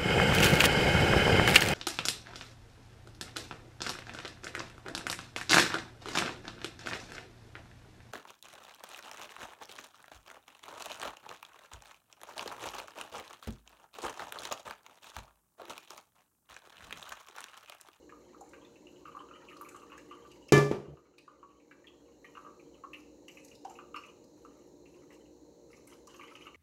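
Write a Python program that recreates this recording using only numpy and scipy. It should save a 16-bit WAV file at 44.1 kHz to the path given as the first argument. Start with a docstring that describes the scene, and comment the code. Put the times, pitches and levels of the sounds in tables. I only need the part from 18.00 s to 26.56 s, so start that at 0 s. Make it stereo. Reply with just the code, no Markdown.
"""Draining curds at a kitchen sink

Whey drips and seeps from curds in a cloth-lined colander in a steel sink: ringing bubbles, splashes, wet snaps.
The emptied pot clunks onto the counter, chatters and settles: blows ring the modes of pot and counter.
Hands then gather the wet cloth, a patter of slipping fibres, and the colander knocks once.
A fan, noise through housing resonances, hums in the small room under a thin hiss.
The camera's two microphone ports hear it; its gain control ducks at the clunk and slowly recovers."""
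import sys
import numpy as np
from scipy import signal
from scipy.fft import rfft, irfft, next_fast_len
from scipy.io import wavfile
from scipy.ndimage import uniform_filter1d, minimum_filter1d

SR = 44100
rng = np.random.default_rng(int(sys.argv[2]) if len(sys.argv) > 2 else 0)


def dump(signal):
    """Clip the signal to [-1, 1] and save it as 16-bit WAV at the path in sys.argv[1]."""
    limited = np.clip(np.atleast_2d(signal).T, -1, 1)
    pcm = np.round(limited * 32767).astype(np.int16)
    wavfile.write(sys.argv[1], SR, pcm)


N = 377491  # samples

# Modes of the loaded counter top. Each row: frequency in Hz, relative level in dB, 60 dB decay time in s.
COUNTER_MODES = [(67, -25.5, 0.24), (143.5, -2.5, 0.55), (204.3, -13.5, 0.41), (301, -10, 0.46),
                 (334, -13, 0.3), (397.2, -11.5, 0.78), (411.7, -0.5, 0.31), (573, -20.5, 0.8),
                 (602.7, -21.5, 0.28)]


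def amp(db):
    """Decibels to gain."""
    return 10 ** (np.asarray(db) / 20)


def unit(x):
    """x at rms 1."""
    return x / np.sqrt(np.mean(x ** 2) + 1e-20)


def power(x, size):
    """Running mean square of a stereo sound over size samples."""
    return np.abs(uniform_filter1d(np.mean(x ** 2, axis=0), size)) + 1e-20


def burst(x):
    """A stereo sound whose loudest 10 ms have rms 1."""
    return x / np.sqrt(power(x, size=SR // 100).max())


def along(points, hz):
    """Read (Hz, value) points at hz, on a log frequency axis."""
    f, v = np.transpose(points)
    return np.interp(np.log(hz + 1), np.log(f + 1), v)


def filtered(x, response):
    """x times a response of frequency, padded so that its end does not wrap onto its start."""
    n = x.shape[-1]
    padded = next_fast_len(n + min(n // 4, SR // 5), real=True)
    spectrum = rfft(x, padded) * response(np.fft.rfftfreq(padded, 1 / SR))
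    return irfft(spectrum, padded)[..., :n]


def coloured(x, spectrum):
    """x shaped by (Hz, dB) points, at rms 1."""
    return unit(filtered(x, lambda hz: amp(along(spectrum, hz))))


def resonance(hz, centre, width):
    """Response of one damped resonance, all in Hz."""
    return 1j * hz * width / (centre ** 2 - hz ** 2 + 1j * hz * width)


def air(n):
    """Stereo noise of a diffuse field: alike in the bass, nearly unrelated in the treble."""
    # Each row: frequency in Hz, likeness of left and right (1 is identical).
    likeness = [(60, 0.83), (300, 0.87), (640, .7), (1400, 0.42), (3100, 0.092), (7000, .02)]

    def mid_side(hz):
        turn = np.arccos(np.clip(along(likeness, hz), -1, 1)) / 2
        return np.array([np.cos(turn), np.sin(turn)])

    mid, side = filtered(rng.standard_normal((2, n)), mid_side)
    return np.array([mid + side, mid - side])


def add(track, s, sound):
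    """Mix a sound in at s seconds, cut at the track's end."""
    part = track[:, round(s * SR):][:, :sound.shape[-1]]
    part += sound[..., :part.shape[-1]]


def fade(t, t60, attack):
    """A rise with time constant attack and an exponential decay of 60 dB in t60, in seconds."""
    return amp(-60 * t / t60) * (1 - np.exp(-t / attack))


def panned(x, left_db):
    """x with left over right by left_db."""
    return x * amp([[left_db / 2], [-left_db / 2]])


def kitchen(x, wet_db):
    """x with the small room's tail, a diffuse noise in which each frequency dies at its own speed."""
    # Each row: frequency in Hz, 60 dB decay time in s.
    room_decay = [(140, .38), (400, .58), (1200, .47), (5000, .44), (14000, .37)]
    hz, t, z = signal.stft(air(SR * 3 // 4), SR, nperseg=256)
    decay = fade(t, along(room_decay, hz)[:, None], attack=0.013)
    tail = signal.istft(z * decay, SR, nperseg=256)[1]
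    tail = tail / np.linalg.norm(tail[0])
    return x + amp(wet_db) * signal.fftconvolve(x, tail, axes=1)[:, :x.shape[1]]


def basin(x, echo_db, t60):
    """A sound echoing densely between the sink's steel walls, scaled as a burst."""
    t = np.arange(SR // 10) / SR
    echoes = air(len(t)) * fade(t, t60, attack=.002)
    echoes = echoes / np.linalg.norm(echoes[0])
    reflected = signal.fftconvolve(np.atleast_2d(x), echoes, axes=1)[:, :x.shape[-1]]
    return burst(x + amp(echo_db) * reflected)


def stroke(start, length, attack, release):
    """Envelope of one movement: a linear rise, a hold and an exponential release, in seconds."""
    t = np.arange(N) / SR - start
    return np.clip(t / attack, 0, 1) * np.exp(-np.maximum(t - length, 0) / release)


def patter(per_second, spread_db, t60):
    """Countless small impacts of uneven size, each a short puff of noise."""
    sizes = amp(spread_db * np.clip(rng.standard_normal(N), -2, 2))
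    hits = (rng.random(N) < per_second / SR) * sizes
    puff = fade(np.arange(SR // 4) / SR, t60, attack=.0005)
    energy = signal.fftconvolve(hits ** 2, puff ** 2)[:N]
    return air(N) * np.sqrt(np.abs(energy))


def background():
    """A fan drones through the resonances of its housing, under a thin steady hiss."""
    # Each row: frequency in Hz, relative level in dB per Hz.
    fan_spectrum = [(20, -29.5), (42, -19), (60, 3.5), (80, -9), (150, -3.5), (200, -4), (300, 1),
                    (520, -1.5), (680, -13.5), (920, -10), (1300, -32), (3000, -36), (8000, -70.5)]
    hiss_spectrum = [(1000, -7), (3400, -15), (4100, 3), (4900, -12.5), (5900, -2), (6900, 1), (7600, -7.5),
                     (8500, -15), (10000, -17.5), (15500, -16.5)]
    # Housing resonances. Each row: frequency in Hz, width in Hz, relative level in dB.
    housing = [(294, 29, -5.5), (305, 8.1, -5.5), (355.1, 11, 0.5), (470.5, 13, -2), (538, 16, -7.5),
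               (591.5, 15, -10.5)]

    def housing_response(hz):
        return sum(amp(db) * np.abs(resonance(hz, centre, width)) ** 2 for centre, width, db in housing)

    drone = unit(filtered(air(N), housing_response))
    fan = amp(-59.5) * drone + amp(-60.5) * coloured(air(N), fan_spectrum)
    return panned(fan, left_db=-0.2) + amp(-71) * coloured(air(N), hiss_spectrum)


def handling():
    """Per sample, the strength of the cloth's rubbing and of the whey's flow; each pull raises both."""
    # Whey from the freshly poured curds. Each row: time in seconds, relative flow in dB.
    drain = [(0.0, -71), (1.0, -69), (1.09, -65), (1.53, -63.5), (1.67, -65), (2.48, -66)]
    # Hands pull and squeeze the cloth.
    # Each row: start in seconds, length in seconds, relative rustle in dB, relative flow in dB.
    pulls = [(4.196, 0.23, -78, -73), (4.93, 0.052, -69.5, -75), (5.286, 0.22, -68, -82),
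             (5.64, 0.13, -76, -70.5), (5.95, 0.11, -74, -66.5), (6.351, 0.31, -77, -77.5),
             (6.853, 0.2, -79, -75.5), (7.09, .06, -76, -64), (7.68, .15, -71.5, -74),
             (7.86, 0.082, -70, -63), (8.083, 0.37, -74, -61.5)]
    fall_db_per_s = 5.5  # after the last drain row the curds run dry
    t, (s, db) = np.arange(N) / SR, np.transpose(drain)
    flow = amp(np.interp(t, s, db) - fall_db_per_s * np.maximum(t - s[-1], 0))
    rubbing = np.zeros(N)
    for start, length, rustle_db, flow_db in pulls:
        pull = stroke(start, length, attack=0.024, release=0.042)
        rubbing = np.hypot(rubbing, amp(rustle_db) * pull)
        flow = np.hypot(flow, amp(flow_db) * pull)
    return rubbing, flow


def plink(t, hz, t60, glide):
    """A trapped bubble's ring: it swells over a few cycles and bends in pitch by the share glide as it dies."""
    life = np.minimum(t / t60, 1)
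    swell = 1 - np.exp(-(t * hz / 2.7) ** 2)
    pitch_hz = hz * (1 + glide * (life - .25))
    return np.sin(2 * np.pi * np.cumsum(pitch_hz) / SR) * swell * amp(-60 * t / t60)


def bubbles(per_second, low_hz, high_hz, t60, spread_db):
    """Countless tiny bubbles of uneven size and pitch, echoing in the sink."""
    out, t = np.zeros((2, N)), np.arange(SR // 25) / SR
    for when, size, bend, side, loud in rng.random((int(per_second * N / SR), 5)):
        ring = plink(t, low_hz * (high_hz / low_hz) ** size, t60, glide=0.7 * bend)
        # spread from the middle towards the right
        add(out, when * N / SR, panned(ring, left_db=6.5 * (side - 1.0)) * amp(spread_db * loud))
    return kitchen(basin(out, echo_db=4.0, t60=0.17), wet_db=-11)


def seep(rubbing, flow):
    """Fine droplets trickle through the colander while the wet cloth fizzes, following flow and rubbing."""
    # Each row: frequency in Hz, relative level in dB per Hz.
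    trickle_spectrum = [(500, -32), (900, 1), (1170, -7.5), (1600, -7.5), (2000, -9.5), (2450, -16),
                        (2900, 0), (3400, -9.5), (5000, -9), (9000, -28)]
    fizz_spectrum = [(2500, -29.5), (4500, -9.5), (6500, 6), (9500, -1.5), (12500, 4), (15500, -5.5)]
    large = bubbles(per_second=140, low_hz=824.6, high_hz=3370, t60=0.026, spread_db=22)
    trickle = coloured(large, trickle_spectrum)
    small = bubbles(per_second=170, low_hz=4155, high_hz=13550, t60=.004, spread_db=9)
    fizz = coloured(small, fizz_spectrum)
    # droplets that trap no air
    spray = coloured(patter(per_second=180, spread_db=7, t60=.06), trickle_spectrum)
    fizz_level = np.hypot(amp(-14) * flow, amp(-4.5) * rubbing)
    return flow * (amp(-2) * trickle + amp(-8) * spray) + fizz_level * fizz


def drop(plop_hz, plop_db, tick_hz, tick_db):
    """One drop splashes on the steel and rings the shallow hollow under the colander."""
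    # Spatter on steel. Each row: frequency in Hz, relative level in dB per Hz.
    tick_spectrum = [(900, -28), (1400, -16), (2000, -1), (2900, 0.5), (3300, -17), (3700, -12.5),
                     (5000, -18), (9000, -22.5)]
    t = np.arange(SR // 8) / SR
    splash = air(len(t)) * fade(t, t60=0.067, attack=0.0006)

    hollow = unit(filtered(splash, lambda hz: resonance(hz, plop_hz, 680) ** 4))
    cycles = 40  # within the 60 dB decay: bigger, lower bubbles ring longer
    bubble = plink(t, plop_hz, t60=cycles / plop_hz, glide=rng.normal(-0.069, .1))
    plop = unit(bubble) + amp(-3.5) * hollow

    spatter = unit(filtered(splash, lambda hz: resonance(hz, tick_hz, 890) * amp(along(tick_spectrum, hz))))
    contact = unit(rng.standard_normal((2, len(t))) * fade(t, t60=.012, attack=.0002))
    ping = unit(plink(t, tick_hz, t60=0.018, glide=rng.normal(0, 0.037)))
    tick = spatter + amp(1) * ping + amp(-19) * contact

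    plop_in_sink = amp(plop_db - 1.7) * basin(plop, echo_db=-1, t60=0.12)
    return plop_in_sink + amp(tick_db - 2.46) * basin(tick, echo_db=2.0, t60=0.09)


def drips(flow):
    """Heavy drops plop in pooled whey or tick on steel; others fall at random, scaled by the flow."""
    # Drops into pooled whey.
    # Each row: time in seconds, pitch in Hz, relative level in dB, splash over plop in dB.
    plops = [(0.122, 1162, -48.5, -19), (0.345, 1172, -52.5, -36), (0.409, 815, -46.5, -42),
             (1.053, 1196, -45, -12), (1.079, 1183, -46.5, -14), (1.148, 1102, -44, -28),
             (1.167, 1098, -41.5, -26), (1.203, 1167, -46, -17), (1.31, 1223, -48.5, -26),
             (1.564, 1170, -50.5, -24), (1.61, 1157, -41.5, -20), (1.712, 1410, -56.5, -22),
             (1.745, 1154, -45, -20), (1.83, 1137, -52, -22), (1.918, 1150, -47.5, -3),
             (2.11, 1190, -46, -8), (2.125, 1141, -46.5, -19), (2.249, 1170, -53.5, -11),
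             (2.853, 1160, -50, -6), (2.971, 1158, -50, -10), (3.278, 1132, -41, -29),
             (3.428, 1118, -42.5, -23), (4.351, 1200, -51, -2), (4.37, 1140, -43, -14),
             (4.447, 1186, -48.5, -18), (4.463, 1152, -44.5, -30), (4.836, 1094, -41, -26),
             (5.648, 773, -37.5, -22), (5.695, 774, -48, -15), (5.787, 1190, -44.5, -7),
             (5.943, 1224, -37.5, -9.5), (5.961, 1180, -39, -3), (6.448, 1189, -48.5, -18),
             (8.073, 1082, -53.5, -14), (8.143, 1135, -56, 0), (8.194, 1146, -48, -6),
             (8.467, 1143, -50.5, 5)]
    # Drops on bare steel. Each row: time in seconds, pitch in Hz, relative level in dB.
    ticks = [(0.093, 1676, -53), (0.533, 1545, -50), (0.649, 3560, -56.5), (0.757, 2660, -58.5),
             (0.869, 2780, -51.5), (0.959, 2970, -61.5), (1.486, 2605, -47.5), (1.514, 1790, -56),
             (1.647, 2280, -53.5), (1.685, 2380, -52.5), (1.978, 1696, -49), (2.314, 2810, -55.5),
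             (2.489, 2690, -48.5), (3.182, 2510, -46.5), (3.6, 2320, -59.5), (3.711, 1600, -47),
             (3.842, 1850, -54), (3.87, 3300, -48), (4.244, 1900, -46.5), (4.596, 2440, -58),
             (4.744, 3050, -61), (4.933, 2630, -41.5), (5.282, 2740, -45.5), (5.371, 2520, -47),
             (5.514, 2830, -54), (5.754, 2590, -55.5), (6.036, 2500, -49), (6.084, 2890, -55.5),
             (6.857, 2660, -59.5), (6.942, 2670, -64), (7.105, 2000, -56), (7.256, 2840, -65),
             (7.73, 2160, -54), (7.874, 2290, -61), (7.925, 3000, -59.5), (8.211, 2200, -47),
             (8.28, 2110, -53), (8.353, 2920, -45.5), (8.41, 2410, -51.5), (8.545, 2140, -48.5)]
    splash_hz, hollow_hz = 2776, 1173
    hollow_fall_db = 15  # per octave: the higher a tick lies above the hollow, the less it wakes it
    strays_per_s = 10
    out = np.zeros((2, N))
    for s, hz, db, splash_db in plops:
        add(out, s, drop(hz, db, splash_hz, db + splash_db))
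    for s, hz, db in ticks:
        hollow_db = db - 1 - hollow_fall_db * np.log2(hz / hollow_hz)
        add(out, s, drop(hollow_hz, hollow_db, hz, db))
    for when, size, pitch, splash in rng.random((int(strays_per_s * N / SR), 4)):
        db = 3.5 + 7 * size  # relative to the flow
        stray = drop(hollow_hz * 1.3 ** (pitch - .5), db, splash_hz * 1.5 ** (splash - .8), db - 5)
        add(out, when * N / SR, flow[int(when * N)] * stray)
    return kitchen(out, wet_db=-9.0)


def smack(centre_hz):
    """A wet film parts in a quick cluster of tiny snaps."""
    t = np.arange(SR // 6) / SR
    # cubed noise is sparse and spiky
    snaps = rng.standard_normal(len(t)) ** 3 * fade(t, t60=0.013, attack=0.0011)
    film = filtered(snaps, lambda hz: resonance(hz, centre_hz, 1400) * resonance(hz, 6800, 12000))
    return basin(film, echo_db=8.0, t60=0.03)


def squelches(rubbing):
    """Wet curd and cloth smack clearly a few times, and at random as strongly as the cloth is rubbed."""
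    # Each row: time in seconds, centre in Hz, relative level in dB.
    smacks = [(0.408, 6950, -56.5), (0.49, 7140, -61.5), (1.567, 4470, -57.5), (1.611, 12200, -53.5),
              (1.688, 6800, -52.5), (1.745, 7050, -75), (1.761, 7660, -59), (1.977, 6300, -57),
              (2.314, 4454, -60.5), (2.483, 5600, -55.5), (3.181, 4340, -51), (5.281, 6540, -56),
              (5.446, 6440, -55.5), (5.551, 4850, -57), (5.648, 4960, -57.5), (5.696, 6750, -58),
              (5.96, 5160, -59.5), (6.06, 6380, -63.5), (6.24, 5180, -66), (7.871, 9150, -57),
              (8.071, 5840, -55), (8.163, 6100, -59), (8.356, 5510, -60)]
    random_per_s, random_hz, random_db = 10, 5600, 5  # level over the rubbing
    out = np.zeros((2, N))
    for s, centre_hz, db in smacks:
        add(out, s, amp(db - 1.0) * smack(centre_hz))
    for when, pitch in rng.random((int(random_per_s * N / SR), 2)):
        level = amp(random_db) * rubbing[int(when * N)]
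        add(out, when * N / SR, level * smack(random_hz * 1.6 ** (pitch - .5)))
    return kitchen(out, wet_db=-3.5)


def counter(t, attack):
    """The counter top's low modes after one push."""
    return sum(-amp(db) * np.cos(2 * np.pi * hz * t) * fade(t, t60, attack) for hz, db, t60 in COUNTER_MODES)


def pot_wall(t, chatter, port_lag):
    """The pot's ring: chatter feeds the low modes longest; each mode reaches the ports unequally."""
    # Each row: frequency in Hz, relative level in dB, 60 dB decay time in s.
    wall_modes = [(935, -15, 0.23), (1024, -13.5, 0.15), (1166, -6, 0.27), (1180, -1, 0.39),
                  (1285, -20, .25), (1410, -16.5, 0.12), (1738, 1, 0.19), (2070, -10.5, .25),
                  (2350, -4.5, 0.32), (2710, -15, 0.34), (3036, -6.5, 0.21), (3640, -9, 0.32),
                  (3730, -17.5, 0.42), (3960, -20.5, .33), (4570, -17, 0.3), (4750, -4.5, .2),
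                  (5900, -16.5, 0.4), (6300, -18.5, 0.32), (6800, -14.5, 0.22), (8120, -24.5, .26)]
    ring = np.zeros((2, len(t)))
    lead = np.array([[1], [-1]]) * port_lag / 2  # s, left ahead of right
    for hz, db, t60 in wall_modes:
        fed = chatter * min(1, (1800 / hz) ** 2)  # s
        level = (1 - np.exp(-t / (fed / 6))) * amp(-60 * np.maximum(t - fed, 0) / t60)
        ring += amp(db + rng.normal(0, 1, (2, 1))) * np.sin(2 * np.pi * hz * (t + lead)) * level
    return ring


def nudge():
    """The pot is nudged along: its base sticks and slips at the counter's main mode, with a scrape."""
    phase = 2 * np.pi * COUNTER_MODES[1][0] * np.arange(N) / SR
    judder = np.sin(phase) + amp(-7.5) * np.sin(phase / 2)
    scrape = unit(filtered(air(N), lambda hz: resonance(hz, 320, 192.5) ** 2))
    push = stroke(start=2.878, length=0.061, attack=0.0052, release=0.0096)
    return amp(-38) * push * (judder + amp(-4.5) * scrape)


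def clunk():
    """The pot lands on one edge, chatters flat and rocks once more; each blow thuds, booms and cracks."""
    # The base meets the counter.
    # Each row: time in seconds, then relative levels in dB of thud, counter boom and crack.
    blows = [(2.522, 2, -5.5, -9.5), (2.5357, -10.5, -30, -24), (2.5407, -6.5, -28.5, -37),
             (2.566, -19.5, -30.5, -21), (2.578, -1, -23.5, -19.5), (2.713, -6.5, -25, -27.5)]
    # Each row: frequency in Hz, relative level in dB per Hz.
    crack_spectrum = [(100, -23), (400, 0), (900, 2), (1500, -5.5), (2600, -3), (4000, -6.5), (5500, -3.5),
                      (7000, -7.5), (9000, -13.5), (12000, -13.5), (15500, -26)]
    seated_s = 2.92  # from here the base lies flat and deadens the ringing
    thud_hz = 355
    body, bright, t = np.zeros((2, N)), np.zeros((2, N)), np.arange(SR * 3 // 4) / SR
    for s, thud_db, boom_db, crack_db in blows:
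        thud = -np.sin(2 * np.pi * thud_hz * t) * fade(t, t60=0.028, attack=0.00031)
        # the cabinet below rattles in many crowded modes
        rattle = filtered(rng.standard_normal((2, len(t))), lambda hz: resonance(hz, 200, 560) ** 2)
        cabinet = unit(rattle) * fade(t, t60=0.27, attack=0.0013)
        boom = amp(boom_db) * counter(t, attack=0.0036)
        add(body, s, amp(thud_db) * (thud + amp(-15) * cabinet) + boom)
        # a hard contact, then the sizzle of many high modes
        contact = fade(t, t60=0.025, attack=.0003) + amp(-11.5) * fade(t, t60=0.39, attack=.0015)
        bright_hz = 40000 * amp(crack_db)  # gentler contacts sound duller
        noise = coloured(air(len(t)), crack_spectrum)
        crack = unit(filtered(noise, lambda hz: 1 / np.hypot(1, hz / bright_hz)))
        add(bright, s, amp(crack_db) * crack * contact)
    add(bright, blows[0][0], amp(-16.5) * pot_wall(t, chatter=0.049, port_lag=.0001))
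    deadened = amp(-125 * np.maximum(np.arange(N) / SR - seated_s, 0))  # 125 dB per second
    low = kitchen(body * deadened + nudge(), wet_db=-14.0)
    high = kitchen(bright * deadened, wet_db=-18.0)
    return panned(low, left_db=3.5) + panned(high, left_db=-0.3)


def cloth(rubbing):
    """Countless wet fibres slip as the cloth is gathered."""
    # Each row: frequency in Hz, relative level in dB per Hz.
    rustle_spectrum = [(900, -17.5), (2000, 13), (2700, 10), (3500, -16), (4500, -4), (6000, 16),
                       (8000, -25), (11000, -38), (15500, -8)]
    slips = patter(per_second=320, spread_db=7, t60=.04)
    return amp(-3.0) * rubbing * coloured(slips, rustle_spectrum)


def knock():
    """The colander knocks the sink as the cloth is tugged, ringing briefly under its load of curds."""
    # Each row: frequency in Hz, relative level in dB, 60 dB decay time in s.
    colander = [(2450, 2.5, .22), (2875, 2, .25), (4410, -2.5, 0.25), (5390, -2, 0.13)]
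    out, t = np.zeros((2, N)), np.arange(SR // 3) / SR
    ring = sum(amp(db) * np.sin(2 * np.pi * hz * t) * fade(t, t60, attack=.001) for hz, db, t60 in colander)
    in_sink = basin(ring, echo_db=-7, t60=.08)
    add(out, 5.961, amp(-54) * kitchen(in_sink, wet_db=-9))
    return out


def scene():
    """Everything heard at the sink."""
    rubbing, flow = handling()
    whey = drips(flow) + squelches(rubbing) + seep(rubbing, flow)
    return whey + cloth(rubbing) + knock() + clunk() + background()


def gain_control(x, ceiling_db, hold, recover_db):
    """Loud sound turns the gain down at once; after hold seconds it climbs by recover_db a second."""
    need = np.minimum(0, ceiling_db - 10 * np.log10(power(x, size=SR // 100)))
    ramp = recover_db * np.arange(N) / SR
    climbing = np.minimum.accumulate(need - ramp) + ramp
    half = int(hold * SR / 2)
    held = minimum_filter1d(climbing, 2 * half + 1, origin=half)
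    ahead = minimum_filter1d(held, size=SR // 50)  # begins 10 ms early
    return x * amp(uniform_filter1d(ahead, size=SR // 200))


def record(dry):
    """Two unequal microphone ports, a low cut, gain control and the band limit."""
    # Each row: frequency in Hz, left port over right in dB.
    ports = [(100, 0), (300, -2.5), (1200, 1.5), (2500, -1), (4400, -6), (7500, -10), (8800, 6.5),
             (10000, 7), (13000, 2.5)]
    low_hz, top_hz = 25, 15800

    def microphone(hz):
        low_cut = (1j * hz / (1j * hz + low_hz)) ** 2
        return low_cut * amp(np.array([[.5], [-.5]]) * along(ports, hz))

    heard = filtered(dry, microphone)
    levelled = gain_control(heard, ceiling_db=-13.0, hold=.6, recover_db=6.5)
    return filtered(levelled, lambda hz: hz < top_hz)


dry = scene()
out = record(dry)
dump(out)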